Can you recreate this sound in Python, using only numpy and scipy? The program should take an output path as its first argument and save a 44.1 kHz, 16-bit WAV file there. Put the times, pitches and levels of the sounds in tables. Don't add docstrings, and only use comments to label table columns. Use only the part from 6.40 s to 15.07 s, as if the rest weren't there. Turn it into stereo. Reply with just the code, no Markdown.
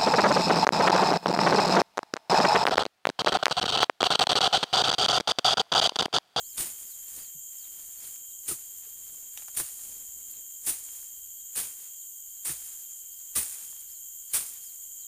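import sys
import numpy as np
from scipy import signal
from scipy.fft import rfft, irfft
from scipy.io import wavfile
from scipy.ndimage import uniform_filter1d

SR = 44100
rng = np.random.default_rng(int(sys.argv[2]) if len(sys.argv) > 2 else 0)


def int16_out(signal):
    q = np.round(np.clip(np.atleast_2d(signal).T, -1, 1) * 32767)
    wavfile.write(sys.argv[1], SR, q.astype(np.int16))


N = 382327
T = np.arange(N) / SR
F = np.arange(N // 2 + 1) * SR / N + 1e-3

# frequency in Hz, gain in dB.
GROVE_COLOUR = [(25, 6.5), (60, 6), (150, -5.5), (400, -11), (1000, -14), (2500, -20), (5000, -10.5),
                (11000, -22.5), (16000, -4)]
GROVE_DB = -63

# centre in Hz, spread in Hz, level in dB before it flickers.
CHOIR = [(7054, 357, -48.5), (8470, 690, -64.5), (12570, 240, -56.5), (14220, 910, -50)]
BUZZ_RINGS_HZ = [3080, 9400, 12568, 12500]
# width in Hz, level in dB before the beat.
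BUZZ_RINGS = [(340, -71), (150, -75), (50, -58), (250, -59)]
# time in seconds, pulses a second before they wander.
BUZZ_BEAT = [(0, 75), (4.0, 73), (4.7, 68), (6.5, 84.3), (8.67, 76)]
BUZZ_TONE_HZ, BUZZ_WANDER_HZ, BUZZ_TONE_DB = 3200, 30, -66

# loudest moment in seconds, level in dB, rise and fall in seconds per 20 dB, bass in dB re level.
RUSTLES = [(.005, -71.5, .1, 0.14, 9), (.43, -65, 0.14, 0.22, 6.5), (.79, -59.5, .3, 0.14, 3),
           (1.42, -67.5, 0.62, 0.45, 4), (1.25, -73, .1, 0.11, -6), (1.65, -59.5, 0.14, 0.19, 3),
           (2.47, -72.5, .4, 0.59, 5), (2.75, -69, 0.93, 0.35, 6), (3.0, -65.5, 0.16, 0.24, 3),
           (3.47, -64.5, 0.22, .2, 9), (3.56, -67.5, 0.11, 0.18, 11), (3.95, -71.5, 0.65, 0.42, 8),
           (4.6, -72.5, 0.44, .2, 8), (5.43, -67.5, 0.17, 0.16, 5), (6.85, -75, 0.49, 0.22, 0)]
RUSTLE_TREBLE_DB = 3
STIR_DB, STIR_BASS_DB, STIR_TREBLE_DB = -81, -0.5, 5.5
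SETTLE_T60_S, TREBLE_SETTLE_T60_S = 1.41, 1.36
SETTLE_BASS_DB, SETTLE_TREBLE_DB = -1, 6.5
# frequency in Hz, gain in dB.
LEAF_COLOUR = [(40, -3.5), (150, -5.5), (450, -4.5), (1200, -3.5), (2500, -1), (5000, -1), (9000, -1.5),
               (12000, -3), (16000, 3)]

# turn in seconds, start in Hz, top in Hz, rise in seconds, fall in seconds, level in dB.
BIRD_ARCHES = [(.095, 3750, 5450, .068, .055, -61), (.815, 4050, 5150, .043, .065, -61),
               (1.615, 4000, 5300, .045, .05, -62), (3.925, 4200, 4300, .045, .055, -69.5),
               (5.922, 4050, 5250, .042, .065, -72), (6.745, 3950, 5350, .04, .07, -67),
               (7.515, 3900, 5400, .043, .06, -66.5), (8.25, 4050, 5350, .038, .066, -63)]
ARCH_END_HZ = 3750
# start in seconds, start in Hz, level in dB.
BIRD_FALLS = [(.468, 5750, -62), (1.173, 5900, -61.5), (1.9, 4120, -68), (4.967, 4950, -73),
              (5.558, 5500, -72.5), (6.39, 5450, -70), (7.877, 5550, -67), (8.577, 5600, -64.5)]
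FALL_KNEE_HZ, FALL_TO_HZ, STEEP_HZ_PER_S, SLOW_HZ_PER_S = 4700, 3450, 40000, 21500

# start in seconds, length in seconds, level in dB.
WHINE_PHRASES = [(.08, 0.91, -57.5), (1.565, .88, -58), (3.0, 0.9, -59), (4.46, 0.7, -58),
                 (5.936, .9, -57.5), (7.37, .97, -60)]
# time into the phrase in seconds, pitch in Hz.
WHINE_PITCH = [(0, 11750), (.25, 11605), (.55, 11475), (1.0, 11360)]
WHINE_LOW_HZ, WHINE_LOW_DB = 350, -13

# start in seconds, level in dB, first bite in dB re level, rise in seconds,
# sweep in seconds, fall by 60 dB in seconds, bass and treble in dB re level, settling foliage in dB.
STROKES = [(0.172, -46.5, -4, 0.026, 0.018, 0.37, 5, 2.5, -62),
           (2.078, -49.5, -2, 0.028, 0.015, 0.16, 7, 6, -65),
           (3.164, -47, -3, 0.0078, 0.032, 0.15, 5, 5, -59),
           (4.262, -46, -4.5, 0.014, 0.024, 0.19, 4, 6.5, -58.5),
           (5.153, -46.5, -8.5, 0.026, 0.019, 0.36, 1.5, 4.5, -65),
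           (6.048, -50.5, -7, 0.0092, 0.053, 0.19, 0.5, 4.5, -56),
           (6.953, -42.5, -12, 0.0063, 0.026, 0.19, 3, 4, -53),
           (7.931, -41.5, -11, 0.0089, 0.024, 0.27, -2, 4, -57.5)]

# start in seconds, force on the knock in dB, on the crack and the tick in dB re the knock.
SNAPS = [(0.18, -34.5, 7.5, 1.5), (0.213, -41, -5, -1.5), (0.252, -43, -5, -1), (1.758, -50, 10.5, -3),
         (2.083, -35.5, -12, 6), (2.097, -45, -7, 3.5), (2.974, -39.5, 13, 7), (3.021, -44, -18, -5.5),
         (3.082, -39.5, -4, -5), (3.15, -43, -5, 6), (3.171, -30.5, -19, 8), (3.199, -22.5, -24, -6),
         (4.251, -46, -13, 9), (4.268, -43, 1.5, 7.5), (4.301, -39, -4, 4.5), (5.154, -42, -5, 3.5),
         (5.181, -33, -25, -3.5), (6.049, -49, -2.5, 11.5), (6.066, -43, -6, -1.5), (6.093, -31.5, -6, -8),
         (6.961, -32, -5, 6), (6.983, -44, -3, 2.5), (7.327, -46.5, -11, -.6), (7.935, -37, -13, 9)]
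# frequency in Hz, width in Hz.
STEM_RINGS = [(1500, 2200), (4500, 3000), (10000, 2300)]

# start in seconds, level in dB,
# nominal pitch in Hz, thump, deep mode and ring in dB re level.
KNOCKS = [(.181, -55, 352, -15, -9, -15), (0.226, -37.5, 377, -15, -27, -15),
          (.95, -49.5, 158, -18, -25, -18), (2.086, -39, 430, -19, -20, -17),
          (2.11, -30, 366, -10, -25, -6), (2.466, -53, 430, -21, -20, -15),
          (3.197, -35, 355, -9.5, -16, -15), (4.275, -43, 320, -18, -16, -15),
          (4.298, -45, 300, -18, -20, -17), (5.174, -38, 388, -13, -20, -12), (6.094, -40, 347, 1, -7, -15),
          (6.96, -46.5, 340, -10, 2, 12), (6.978, -39.5, 202, -15, -24, -12),
          (7.935, -49, 149, -13, -15, -15), (7.964, -39, 434, -29, -24, -15)]
THUMP_RATIO, DEEP_RATIO, RING_RATIO = 0.432, 0.234, 3.5
KNOCK_CYCLES, SHORTEST_T60_S = 17.8, 0.056

TRUNKS_T60_S, TRUNKS_DB = 0.066, -4
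PORT_HZ, PORT_WIDTH_HZ, PORT_DB = 9175, 1000, 13.5
TOP_HZ = 15440


def undb(db):
    return 10 ** (np.asarray(db) / 20)


def level(x, db):
    return x * undb(db) / np.sqrt(np.mean(x ** 2))


def shape(x, gain):
    return irfft(rfft(x) * gain, N)


def colour(points):
    hz, db = np.transpose(points)
    return undb(np.interp(np.log(F), np.log(hz), db))


def walk(rate):
    hold = int(SR / rate)
    steps = np.repeat(rng.standard_normal(N // hold + 1), hold)
    return 1.3 * uniform_filter1d(uniform_filter1d(steps, hold), hold)[:N]


def add(out, s, x):
    i = int(s * SR)
    out[i:i + len(x)] += x[:N - i]


def tone(hz):
    return np.sin(2 * np.pi * np.cumsum(hz) / SR)


def fading(rate, depth):
    return np.sqrt(1 - depth) + np.sqrt(depth) * walk(rate)


def scatter(x, t60, db):
    t = T[:SR // 4]
    echo = rng.standard_normal(len(t)) * undb(-60 * t / t60)
    echo /= np.sqrt(np.sum(echo ** 2))
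    return x + undb(db) * signal.fftconvolve(x, echo)[:N]


def crackle(rate, spread_db, hiss):
    size_db = np.minimum(spread_db * rng.exponential(size=N), 4 * spread_db)
    ticks = (rng.random(N) < rate / SR) * undb(size_db)
    tails = signal.lfilter([1], [1, -np.exp(-1 / (.0003 * SR))], ticks)
    rasps = tails * rng.standard_normal(N)
    return level(rasps, 0) + hiss * rng.standard_normal(N)


def leaves(rate, spread_db, hiss):
    bass, treble = 1 / (1 + (F / 600) ** 4), 1 / (1 + (5500 / F) ** 4)
    shared = crackle(rate, spread_db, hiss)
    parts = []
    for gain in (bass, 1 - bass - treble, treble):
        mixed = 0.58 * shared + 0.85 * crackle(rate, spread_db, hiss)
        parts.append(shape(mixed, gain * colour(LEAF_COLOUR)))
    mid_band = (F > 700) & (F < 2700)
    return np.array(parts) / np.std(shape(parts[1], mid_band))


def grove():
    air = level(shape(rng.standard_normal(N), colour(GROVE_COLOUR)), GROVE_DB)
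    low = shape(air, 1 / (1 + (F / 150) ** 4))
    return (air - low) * undb(.8 * walk(3)) + low * undb(1.5 * walk(5))


def cicadas():
    choir = np.zeros(N)
    for hz, spread, db in CHOIR:
        band = shape(crackle(8000, 1.1, 1.0), np.exp(-((F - hz) / spread) ** 2 / 4))
        choir += level(band, db) * undb(0.52 * walk(11))

    rate = np.interp(T, *np.transpose(BUZZ_BEAT)) * (1 + 0.0248 * walk(5.4))
    beat = tone(rate)
    buzz = np.zeros(N)
    for hz, (width, db) in zip(BUZZ_RINGS_HZ, BUZZ_RINGS):
        ring = 1 / (1 + (2 * (F - hz) / width) ** 2)
        buzz += level(shape(rng.standard_normal(N), ring), db)

    wandering = tone(BUZZ_TONE_HZ + BUZZ_WANDER_HZ * walk(320))
    wandering = level(wandering * fading(30, .05) * (1 + .4 * beat), BUZZ_TONE_DB)
    return choir + (1 + .5 * beat) * buzz + wandering


def range_power(db, bass_db, treble_db):
    return undb([[db + bass_db], [db], [db + treble_db]]) ** 2


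def rustle():
    power = range_power(STIR_DB, STIR_BASS_DB, STIR_TREBLE_DB) * np.ones(N)
    t60 = np.array([[SETTLE_T60_S], [SETTLE_T60_S], [TREBLE_SETTLE_T60_S]])
    for s, *_, db in STROKES:
        decay = undb(-60 * np.abs(T - s) / t60) ** 2
        power += range_power(db, SETTLE_BASS_DB, SETTLE_TREBLE_DB) * (T > s) * decay
    for s, db, rise, fall, bass_db in RUSTLES:
        swell = undb(-20 * np.maximum((s - T) / rise, (T - s) / fall)) ** 2
        power += range_power(db, bass_db, RUSTLE_TREBLE_DB) * swell
    patchy = undb([2.5 * walk(30), 1.77 * walk(45), 1.7 * walk(60)])
    return np.sum(np.sqrt(power) * patchy * leaves(600, 2.4, 1.0), axis=0)


def bird():
    notes = []
    for s, start_hz, top_hz, rise, fall, db in BIRD_ARCHES:
        notes.append(([s - rise, s, s + fall], [start_hz, top_hz, ARCH_END_HZ], db))
    for s, hz, db in BIRD_FALLS:
        knee_hz = min(hz, FALL_KNEE_HZ)
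        knee_s = s + (hz - knee_hz) / STEEP_HZ_PER_S
        end_s = knee_s + (knee_hz - FALL_TO_HZ) / SLOW_HZ_PER_S
        notes.append(([s, knee_s, end_s], [hz, knee_hz, FALL_TO_HZ], db))
    out = np.zeros(N)
    for s, hz, db in notes:
        t = np.arange(s[0], s[-1], 1 / SR)
        fade = np.clip(np.minimum(t - s[0], s[-1] - t) / .01, 0, 1)
        add(out, s[0], fade * undb(db) * tone(np.interp(t, s, hz)))
    return scatter(out * fading(250, .15), .12, -4.0)


def whine():
    upper, lower = np.zeros((2, N))
    for s, length, db in WHINE_PHRASES:
        t = T[:int(length * SR)]
        hz = np.interp(t, *np.transpose(WHINE_PITCH)) + 14 * walk(90)[:len(t)]
        swell = undb(db) * np.sin(np.pi * t / length) ** 0.31
        add(upper, s, swell * tone(hz))
        add(lower, s, swell * tone(hz - WHINE_LOW_HZ))
    return upper * fading(80, .3) + undb(WHINE_LOW_DB) * lower * fading(45, .6)


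def slashes():
    gain = np.zeros((3, N))
    bite_s = np.array([[.01], [.005], [.003]])
    for s, db, bite_db, rise, sweep, t60, bass_db, treble_db, _ in STROKES:
        t = T - s
        dig_db = bite_db * np.clip(1 - t / rise, 0, 1)
        fall_db = -60 * np.clip(t - rise - sweep, 0, None) / t60
        brush = 0.3 * np.exp(np.minimum(t, 0) / 0.026)
        onset = np.maximum(np.clip(t / bite_s, 0, 1), brush)
        gain += undb([[db + bass_db], [db], [db + treble_db]]) * onset * undb(dig_db + fall_db)
    flicker = undb(0.67 * walk(120))
    return np.sum(gain * flicker * leaves(2500, 2.9, 0.92), axis=0)


def snaps():
    force, t = np.zeros((3, N)), T[:SR // 25]
    for s, db, crack_db, tick_db in SNAPS:
        fracture = .6 * np.exp(-t / .0005) + .09 * np.exp(-t / .003)
        burst = rng.standard_normal(len(t)) * fracture
        burst[0] = 1
        for row, part_db in zip(force, (db, db + crack_db, db + tick_db)):
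            add(row, s + .001, undb(part_db) * burst)
    out = np.zeros(N)
    for row, (hz, width) in zip(force, STEM_RINGS):
        b, a = signal.iirpeak(hz, hz / width, fs=SR)
        out += signal.lfilter(b, a, row) / b[0] / 2
    return out


def knocks():
    out, t = np.zeros(N), T[:SR // 4]
    cycles = 0.747 * t + 0.257 * 0.0401 * (1 - np.exp(-t / 0.0327))
    build = 1 - np.exp(-t / 0.0029)
    for s, db, pitch_hz, *modes_db in KNOCKS:
        for ratio, mode_db in zip((1, THUMP_RATIO, DEEP_RATIO, RING_RATIO), [0] + modes_db):
            hz = ratio * pitch_hz
            t60 = max(KNOCK_CYCLES / hz, SHORTEST_T60_S)
            decay = undb(db + mode_db - 60 * t / t60)
            add(out, s, decay * build * np.sin(2 * np.pi * hz * cycles))
    return out


def scene():
    backdrop = grove() + cicadas() + bird() + whine()
    foliage = rustle() + slashes()
    wood = scatter(snaps() + knocks(), TRUNKS_T60_S, TRUNKS_DB)
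    mono = backdrop + foliage + wood
    return np.array([mono, mono])


def record(dry):
    b, a = signal.iirpeak(PORT_HZ, PORT_HZ / PORT_WIDTH_HZ, fs=SR)
    wet = dry + (undb(PORT_DB) - 1) * signal.lfilter(b, a, dry)
    top_cut = signal.ellip(16, .3, 75, TOP_HZ, fs=SR, output="sos")
    return signal.sosfilt(top_cut, wet)


dry = scene()
out = record(dry)
int16_out(out)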